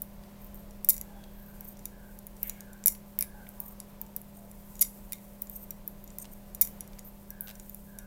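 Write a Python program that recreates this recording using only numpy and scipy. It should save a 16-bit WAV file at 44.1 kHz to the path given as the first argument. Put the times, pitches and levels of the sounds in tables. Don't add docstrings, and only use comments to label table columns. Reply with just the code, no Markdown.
import sys
import numpy as np
from scipy import signal
from scipy.fft import rfft, irfft, next_fast_len
from scipy.io import wavfile
from scipy.ndimage import uniform_filter1d, minimum_filter1d, map_coordinates

SR = 44100
rng = np.random.default_rng(int(sys.argv[2]) if len(sys.argv) > 2 else 0)


def wav_record(signal):
    frames = np.transpose(np.atleast_2d(signal))
    bounded = np.clip(frames, -1, 1)
    quanta = np.round(bounded * 32767).astype(np.int16)
    wavfile.write(sys.argv[1], SR, quanta)


N = 355446
T = np.arange(N) / SR

# pitch_hz, level_db, t60_s
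NEEDLE_MODES = [ (2085, -6.5, 0.055), (2333, -5, 0.032), (3744, -6, 0.04), (4160, -32, .012),
                (5820, -4, 0.03), (6000, -15.5, 0.0175), (7020, 6, 0.015), (7500, 0, 0.013),
                (8180, -1.5, 0.015), (10700, 2, 0.015), (10840, 4, 0.011), (11640, 8.5, 0.009),
                (12200, 2.5, 0.0069), (13480, 9, 0.0095), (14130, -7.5, 0.019), (14800, 10, 0.0073)]
# start_s, tip_db, shaft_db, body_db, first_gap_s, blows (count), change_per_blow_db
CLATTERS = [(0.8882, -2, -20.5, -39, 0.0068, 4, -0.8), (2.859, -6, -22.5, -42.5, 0.012, 3, 2.5),
            (3.1886, -14.5, -33.5, -43.5, 0.02, 3, 2), (4.8123, -8, -22, -38.5, 0.0068, 3, 1),
            (5.122, -24.5, -36, -43, 0.0091, 2, 2.5), (6.6123, -3, -21, -38.5, 0.0046, 6, -2.5)]
# start_s, tip_db, shaft_db
TAPS = [(0.0191, -22.5, -46), (0.5444, -38, -57.5), (0.8461, -20, -34.5), (0.9658, -37, -37.5),
        (0.9798, -33, -36), (1.0125, -26.5, -34.5), (1.608, -32, -51), (1.855, -25, -34),
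        (2.1887, -37, -47), (2.2677, -32, -42), (2.4302, -16.5, -38.5), (2.4959, -23.5, -29.5),
        (2.6062, -36, -40), (2.7316, -43, -46), (2.8388, -43, -36.5), (3.4897, -35, -54),
        (3.602, -22.5, -49.5), (3.8015, -32, -36.5), (4.0142, -24.5, -45.5), (4.1634, -21.5, -40),
        (4.2153, -38, -55), (4.5138, -42, -47), (4.7542, -47, -44.5), (4.793, -36, -36), (4.8094, -22, -33),
        (4.8152, -15, -24), (5.4197, -21, -42), (5.4708, -48, -45), (5.497, -29.5, -50),
        (5.7068, -26, -37.5), (5.877, -23, -48), (6.041, -37, -56), (6.0763, -47, -44.5),
        (6.1033, -57, -44.5), (6.185, -26.5, -40), (6.5482, -29, -38.5), (6.8071, -28, -36.5),
        (6.8761, -44, -49.5), (6.9916, -38, -38), (7.3045, -29.5, -43.5), (7.408, -22, -49),
        (7.5538, -50, -45), (7.5976, -41, -40), (7.6958, -33, -49), (7.7458, -32, -48), (7.9868, -32, -37)]
REBOUND = 0.785
REBOUND_DULLING_DB = 4
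BODY_DB = -16
GRAZES_PER_S, GRAZE_TIP_DB, GRAZE_SHAFT_DB = 0.96, -51, -50.5

# start_s, end_s, hiss_db, shaft_ring_db
SLIDES = [(0.39, 0.482, -55, -68), (0.544, 0.638, -55, -65), (1.327, 1.543, -58, -80),
          (1.637, 1.746, -50, -62), (2.431, 2.496, -44.5, -58), (3.605, 3.747, -51.5, -62),
          (4.343, 4.4, -56.5, -58), (5.413, 5.467, -52.5, -68), (5.501, 5.66, -49, -61),
          (6.189, 6.236, -47, -46), (6.313, 6.34, -49, -54.5), (7.04, 7.11, -49.5, -69.5),
          (7.405, 7.525, -49.5, -68)]
# pitch_hz, width_hz, level_db
SLIDE_HISS = [(12470, 450, 3), (13900, 600, -1), (14200, 460, -3)]
# pitch_hz, width_hz, level_db
SLIDE_RING = [(6800, 970, -1), (8600, 380, 10), (9300, 1000, -5)]

# start_s, level_db, slips (count)
WOOL_TICKS = [(0.2364, -48, 1), (1.2388, -44, 1), (2.4972, -41, 1), (2.9502, -42.5, 1), (6.244, -40.5, 2),
              (6.9328, -48.5, 1), (6.987, -44, 1), (7.4724, -38, 5)]
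SLIP_GAP_S = 0.0095
# frequency_hz, level_db
WOOL_COLOUR = [(100, -50), (600, -1), (1200, -9), (2500, -3.5), (4800, -4), (6500, -9.5), (9000, -11),
               (16000, -13)]
# frequency_hz, level_db
BRUSH_COLOUR = [(1500, -10), (4000, -17), (8000, -3), (11000, -1), (13500, 5), (15500, 1), (17000, -21)]
BRUSH_MARKS = [1.5, 1.2, 2, 3, 7, 8.5]
# position (share of the curve), level_db
BRUSH_EFFORT = [(0.12, -61.5), (0.28, -65), (0.45, -57.5), (0.72, -64.5), (0.84, -61.5), (0.96, -65)]

# start_s, end_s, level_db
FINGER_TOUCHES = [(1.58, 1.673, -70), (2.41, 2.53, -57.5), (2.483, 2.642, -63.5), (3.171, 3.263, -62),
                  (3.466, 3.472, -52), (6.902, 7.022, -73)]
# pitch_hz, width_hz, level_db
FINGER_RING = [(1760, 240, -0.5), (2160, 130, 8), (2680, 420, -4)]

# start_s, level_db
CAWS = [(1.0, -73), (1.33, -71), (1.885, -69.5), (2.545, -67.5), (3.22, -66.5), (7.275, -66), (7.85, -67)]
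CAW_S, CAW_HZ, CAW_RASP = 0.24, 1579, 0.6
# start_s, length_s, mid_pitch_hz, level_db
BIRD_CALLS = [(1.04, 0.15, 804, -64.5), (1.13, 0.14, 3350, -72), (3.32, 0.05, 837, -62.5),
              (3.541, 0.078, 960, -63.5), (3.597, 0.138, 1135, -69), (3.982, 0.061, 886, -64.5),
              (4.316, 0.11, 684, -65.5)]
BIRD_RASP = 0.46

# order (multiple of the shaft rate), level_db
FAN_ORDERS = [(7, -64.5), (10, -64.5), (12, -53), (15, -87), (22, -71.5), (27, -78), (29, -76.5),
              (34, -66.5), (36, -70), (40, -76.5), (43, -77.5), (52, -77), (56, -85), (60, -75.5)]
SHAFT_HZ = 16.77
# frequency_hz, density_db (per Hz)
ROOM_TONE = [(30, -12), (100, -13), (150, 6), (210, 2), (290, -3.5), (560, -3), (700, -5), (1000, -7),
             (1250, -13), (2000, -16), (3200, -19.5), (6400, -23.5), (11000, -33), (16000, -27.5)]
# frequency_hz, level_db
RUMBLE_COLOUR = [(15, -0.5), (26, 1.5), (36, 1), (48, -7), (65, -11), (95, -16.5), (200, -42), (1000, -67)]
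# middle_s, half_length_s, rise_db
RUMBLE_SWELLS = [(1.0, 0.86, 3.5), (3.298, 0.1, 6), (6.8, 0.39, 2.5)]
ROOM_TONE_DB, RUMBLE_DB = -60.5, -50.5
CUTOFF_HZ = 16000


def undb(db):
    return 10 ** (np.asarray(db) / 20)


def unit(x):
    return x / np.sqrt(np.mean(x ** 2) + 1e-20)


def add(out, start, x):
    i = max(int(start * SR), 0)
    out[i:i + len(x)] += x[:max(len(out) - i, 0)]


def band(x, lo_hz, hi_hz, order=2):
    edges = [lo_hz, min(hi_hz, SR / 2 - 100)]
    return signal.sosfilt(signal.butter(order, edges, "band", fs=SR, output="sos"), x)


def colour(x, points):
    hz, db = np.transpose(points)
    size = next_fast_len(len(x))
    f = np.maximum(np.fft.rfftfreq(size, 1 / SR), 1)
    gain = undb(np.interp(np.log(f), np.log(hz), db))
    return irfft(rfft(x, size) * gain, size)[:len(x)]


def resonate(x, peaks):
    return unit(sum(undb(db) * band(x, hz - width / 2, hz + width / 2, order=1)
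                    for hz, width, db in peaks))


def walk(rate):
    return unit(np.interp(T * rate, np.arange(4096), rng.standard_normal(4096)))


def grains(n, spread_db):
    return unit(rng.standard_normal(n) * undb(spread_db * rng.standard_normal(n)))


def contacts(settle_s=0.046, settle_tip_db=-29, settle_shaft_db=-20, settle_body_db=-14,
             settle_count=3):
    graze_starts = np.cumsum(rng.exponential(1, 12)) / GRAZES_PER_S
    grazes = [(start, GRAZE_TIP_DB, GRAZE_SHAFT_DB) for start in graze_starts]
    touches = [(start, tip_db, shaft_db, shaft_db + BODY_DB)
               for start, tip_db, shaft_db in list(TAPS) + grazes]
    for start, tip_db, shaft_db, body_db, gap, blows, change_db in CLATTERS:
        for k in range(int(round(blows))):
            step_db = k * change_db
            blow_tip_db = tip_db + step_db - k * REBOUND_DULLING_DB
            touches.append((start, blow_tip_db, shaft_db + step_db, body_db + step_db))
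            start += gap * REBOUND ** k
        for late in settle_s * rng.random(settle_count) ** 2:
            touches.append((start + late, tip_db + settle_tip_db, shaft_db + settle_shaft_db,
                            body_db + settle_body_db))
    return touches


def clicks(contact_s=0.00052, rise_s=0.00041, ring_db=-21, detune=0.015, scatter_db=4,
           tip_db=-5.5, shaft_db=-5.0, body_db=-3.5, knock_db=-15, chatter_db=-16,
           chatter_s=0.0025, linger_db=-25, linger_ratio=4.5, linger_below_hz=6500):
    out, t = np.zeros(N), np.arange(SR // 9) / SR
    hz, db, t60 = np.transpose(NEEDLE_MODES)[:, :, None]
    attack = int(.003 * SR)
    linger = (hz < linger_below_hz) * undb(linger_db - 60 * t / (t60 * linger_ratio))
    decay = undb(-60 * t / t60) + linger
    for start, *levels in contacts():
        shift, share, phase = rng.standard_normal((3, len(hz), 1))
        tones = np.sin(2 * np.pi * (hz * (1 + detune * shift) * t + phase))
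        ring = undb(db + scatter_db * share) * decay * tones
        crack = rng.standard_normal(len(t)) * np.exp(-t / contact_s)
        force = np.interp(levels[0], [-30, -15], [0, 1])
        chatter = grains(len(t), spread_db=2.5) * np.exp(-t / chatter_s)
        crack += force * undb(chatter_db) * chatter
        blow = (crack + undb(ring_db) * ring.sum(0)) * np.minimum(t / rise_s, 1) ** 2
        tip_hz = np.interp(levels[0] - levels[1], [12, 21], [9800, 12200])
        registers = [(tip_hz, 16500), (5200, 9400), (1900, 4900)]
        for (lo, hi), level_db, trim_db in zip(registers, levels, (tip_db, shaft_db, body_db)):
            part = band(blow, lo, hi, order=3)
            add(out, start, part * undb(level_db + trim_db) / np.std(part[:attack]))
        knock = band(crack, 950, 1710)
        add(out, start, knock * undb(levels[-1] + knock_db) / np.std(knock[:attack]))
    return out


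def slides(hiss_db=-2, ring_db=-3, judder_db=4.0, edge=0.29, ease_db=3, flutter_db=2.5):
    out = np.zeros(N)
    judder = undb(judder_db * walk(110) + flutter_db * walk(380))
    glide = .014 * walk(30)
    for start, end, high_db, low_db in SLIDES:
        n = max(int((end - start) * SR), 64)
        hiss = resonate(band(grains(n, spread_db=6), 11500, 17000, order=3), SLIDE_HISS)
        ring = resonate(band(grains(n, spread_db=6), 6000, 10000), SLIDE_RING)
        rub = undb(high_db + hiss_db) * hiss + undb(low_db + ring_db) * ring
        read_at = np.cumsum(1 + np.roll(glide, -int(start * SR))[:n])
        rub = map_coordinates(rub, [read_at], order=5)
        pressure = signal.windows.tukey(n, min(edge, 1)) * undb(ease_db * np.linspace(.5, -.5, n))
        add(out, start, rub * pressure)
    return out * judder


def wool(tick_s=0.0028):
    snaps, t = np.zeros(N), np.arange(SR // 50) / SR
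    for start, db, slips in WOOL_TICKS:
        for k in range(int(round(slips))):
            snap = rng.standard_normal(len(t)) * np.exp(-t / tick_s)
            add(snaps, start + k * SLIP_GAP_S, undb(db) * snap)
    brushing = unit(colour(grains(N, spread_db=5), BRUSH_COLOUR))
    position = np.interp(T, BRUSH_MARKS, np.arange(len(BRUSH_MARKS)))
    effort_db = np.interp(position, *np.transpose(BRUSH_EFFORT), period=1) + 1.2 * walk(40)
    return 2 * colour(snaps, WOOL_COLOUR) + brushing * undb(effort_db)


def fingers():
    out = np.zeros(N)
    for start, end, db in FINGER_TOUCHES:
        n = max(int((end - start) * SR), 64)
        touch = resonate(band(grains(n, spread_db=5), 1300, 4000), FINGER_RING)
        add(out, start, undb(db) * touch * signal.windows.tukey(n, .5))
    return out


def echo(x, t60, lo_hz, hi_hz, gap_s):
    t = np.arange(SR) / SR
    fade_in = np.clip(t / gap_s - 1, 0, 1)
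    tail = band(rng.standard_normal(SR), lo_hz, hi_hz, order=1) * undb(-60 * t / t60) * fade_in
    return signal.fftconvolve(x, tail / np.linalg.norm(tail))[:N]


def calls(fall=0.0893, rasp_hz=90, swell=0.49):
    out = np.zeros(N)
    throb = np.sin(2 * np.pi * np.cumsum(rasp_hz * (1 + .4 * walk(120))) / SR)
    caws = [(start, CAW_S, CAW_HZ, db, CAW_RASP) for start, db in CAWS]
    others = [(*row, BIRD_RASP) for row in BIRD_CALLS]
    for start, length, hz, db, rasp in caws + others:
        u = np.linspace(0, 1, int(length * SR))
        tone = np.sin(2 * np.pi * np.cumsum(hz * (1 + fall * (.5 - u))) / SR)
        roughness = 1 + 2 * rasp * np.roll(throb, int(start * SR))[:len(u)]
        envelope = np.abs(np.sin(np.pi * u)) ** swell
        add(out, start, undb(db) * unit(tone * roughness * envelope))
    return out


def birds(direct_db=-6, echo_db=-2):
    near = calls()
    blurred = echo(near, t60=0.59, lo_hz=300, hi_hz=6130, gap_s=0.0043)
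    return undb(direct_db) * near + undb(echo_db) * blurred


def fan(wander=0.001993, waver_db=0.37):
    turns = np.cumsum(SHAFT_HZ * (1 + wander * walk(2))) / SR
    hum = np.zeros(N)
    for order, db in FAN_ORDERS:
        tone = np.sin(2 * np.pi * (round(order) * turns + rng.random()))
        hum += np.sqrt(2) * undb(db + waver_db * walk(3.4)) * tone
    return hum


def air(swell_db=1.0):
    rush = colour(rng.standard_normal(N), ROOM_TONE)
    rush /= np.std(band(rush, 250, 1100))
    rumble = unit(colour(rng.standard_normal(N), RUMBLE_COLOUR))
    swells_db = sum(db * np.exp(-((T - middle) / half) ** 2) for middle, half, db in RUMBLE_SWELLS)
    rush_gain = undb(ROOM_TONE_DB + swell_db * walk(2.795))
    return rush * rush_gain + rumble * undb(RUMBLE_DB + swells_db)


def scene():
    hands = clicks() + slides() + wool() + fingers()
    room = undb(-16.5) * echo(hands, t60=0.24, lo_hz=1200, hi_hz=12900, gap_s=0.00093)
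    return (hands + room + birds() + fan() + air())[None]


def record(dry):
    dry = signal.sosfilt(signal.butter(2, 18, "high", fs=SR, output="sos"), dry)
    gain = np.minimum(1, .68 / (np.abs(dry) + 1e-9))
    gain = uniform_filter1d(minimum_filter1d(gain, size=65), size=65)
    top_cut = signal.ellip(8, .2, 60, CUTOFF_HZ, fs=SR, output="sos")
    return signal.sosfilt(top_cut, dry * gain)


dry = scene()
out = record(dry)
wav_record(out)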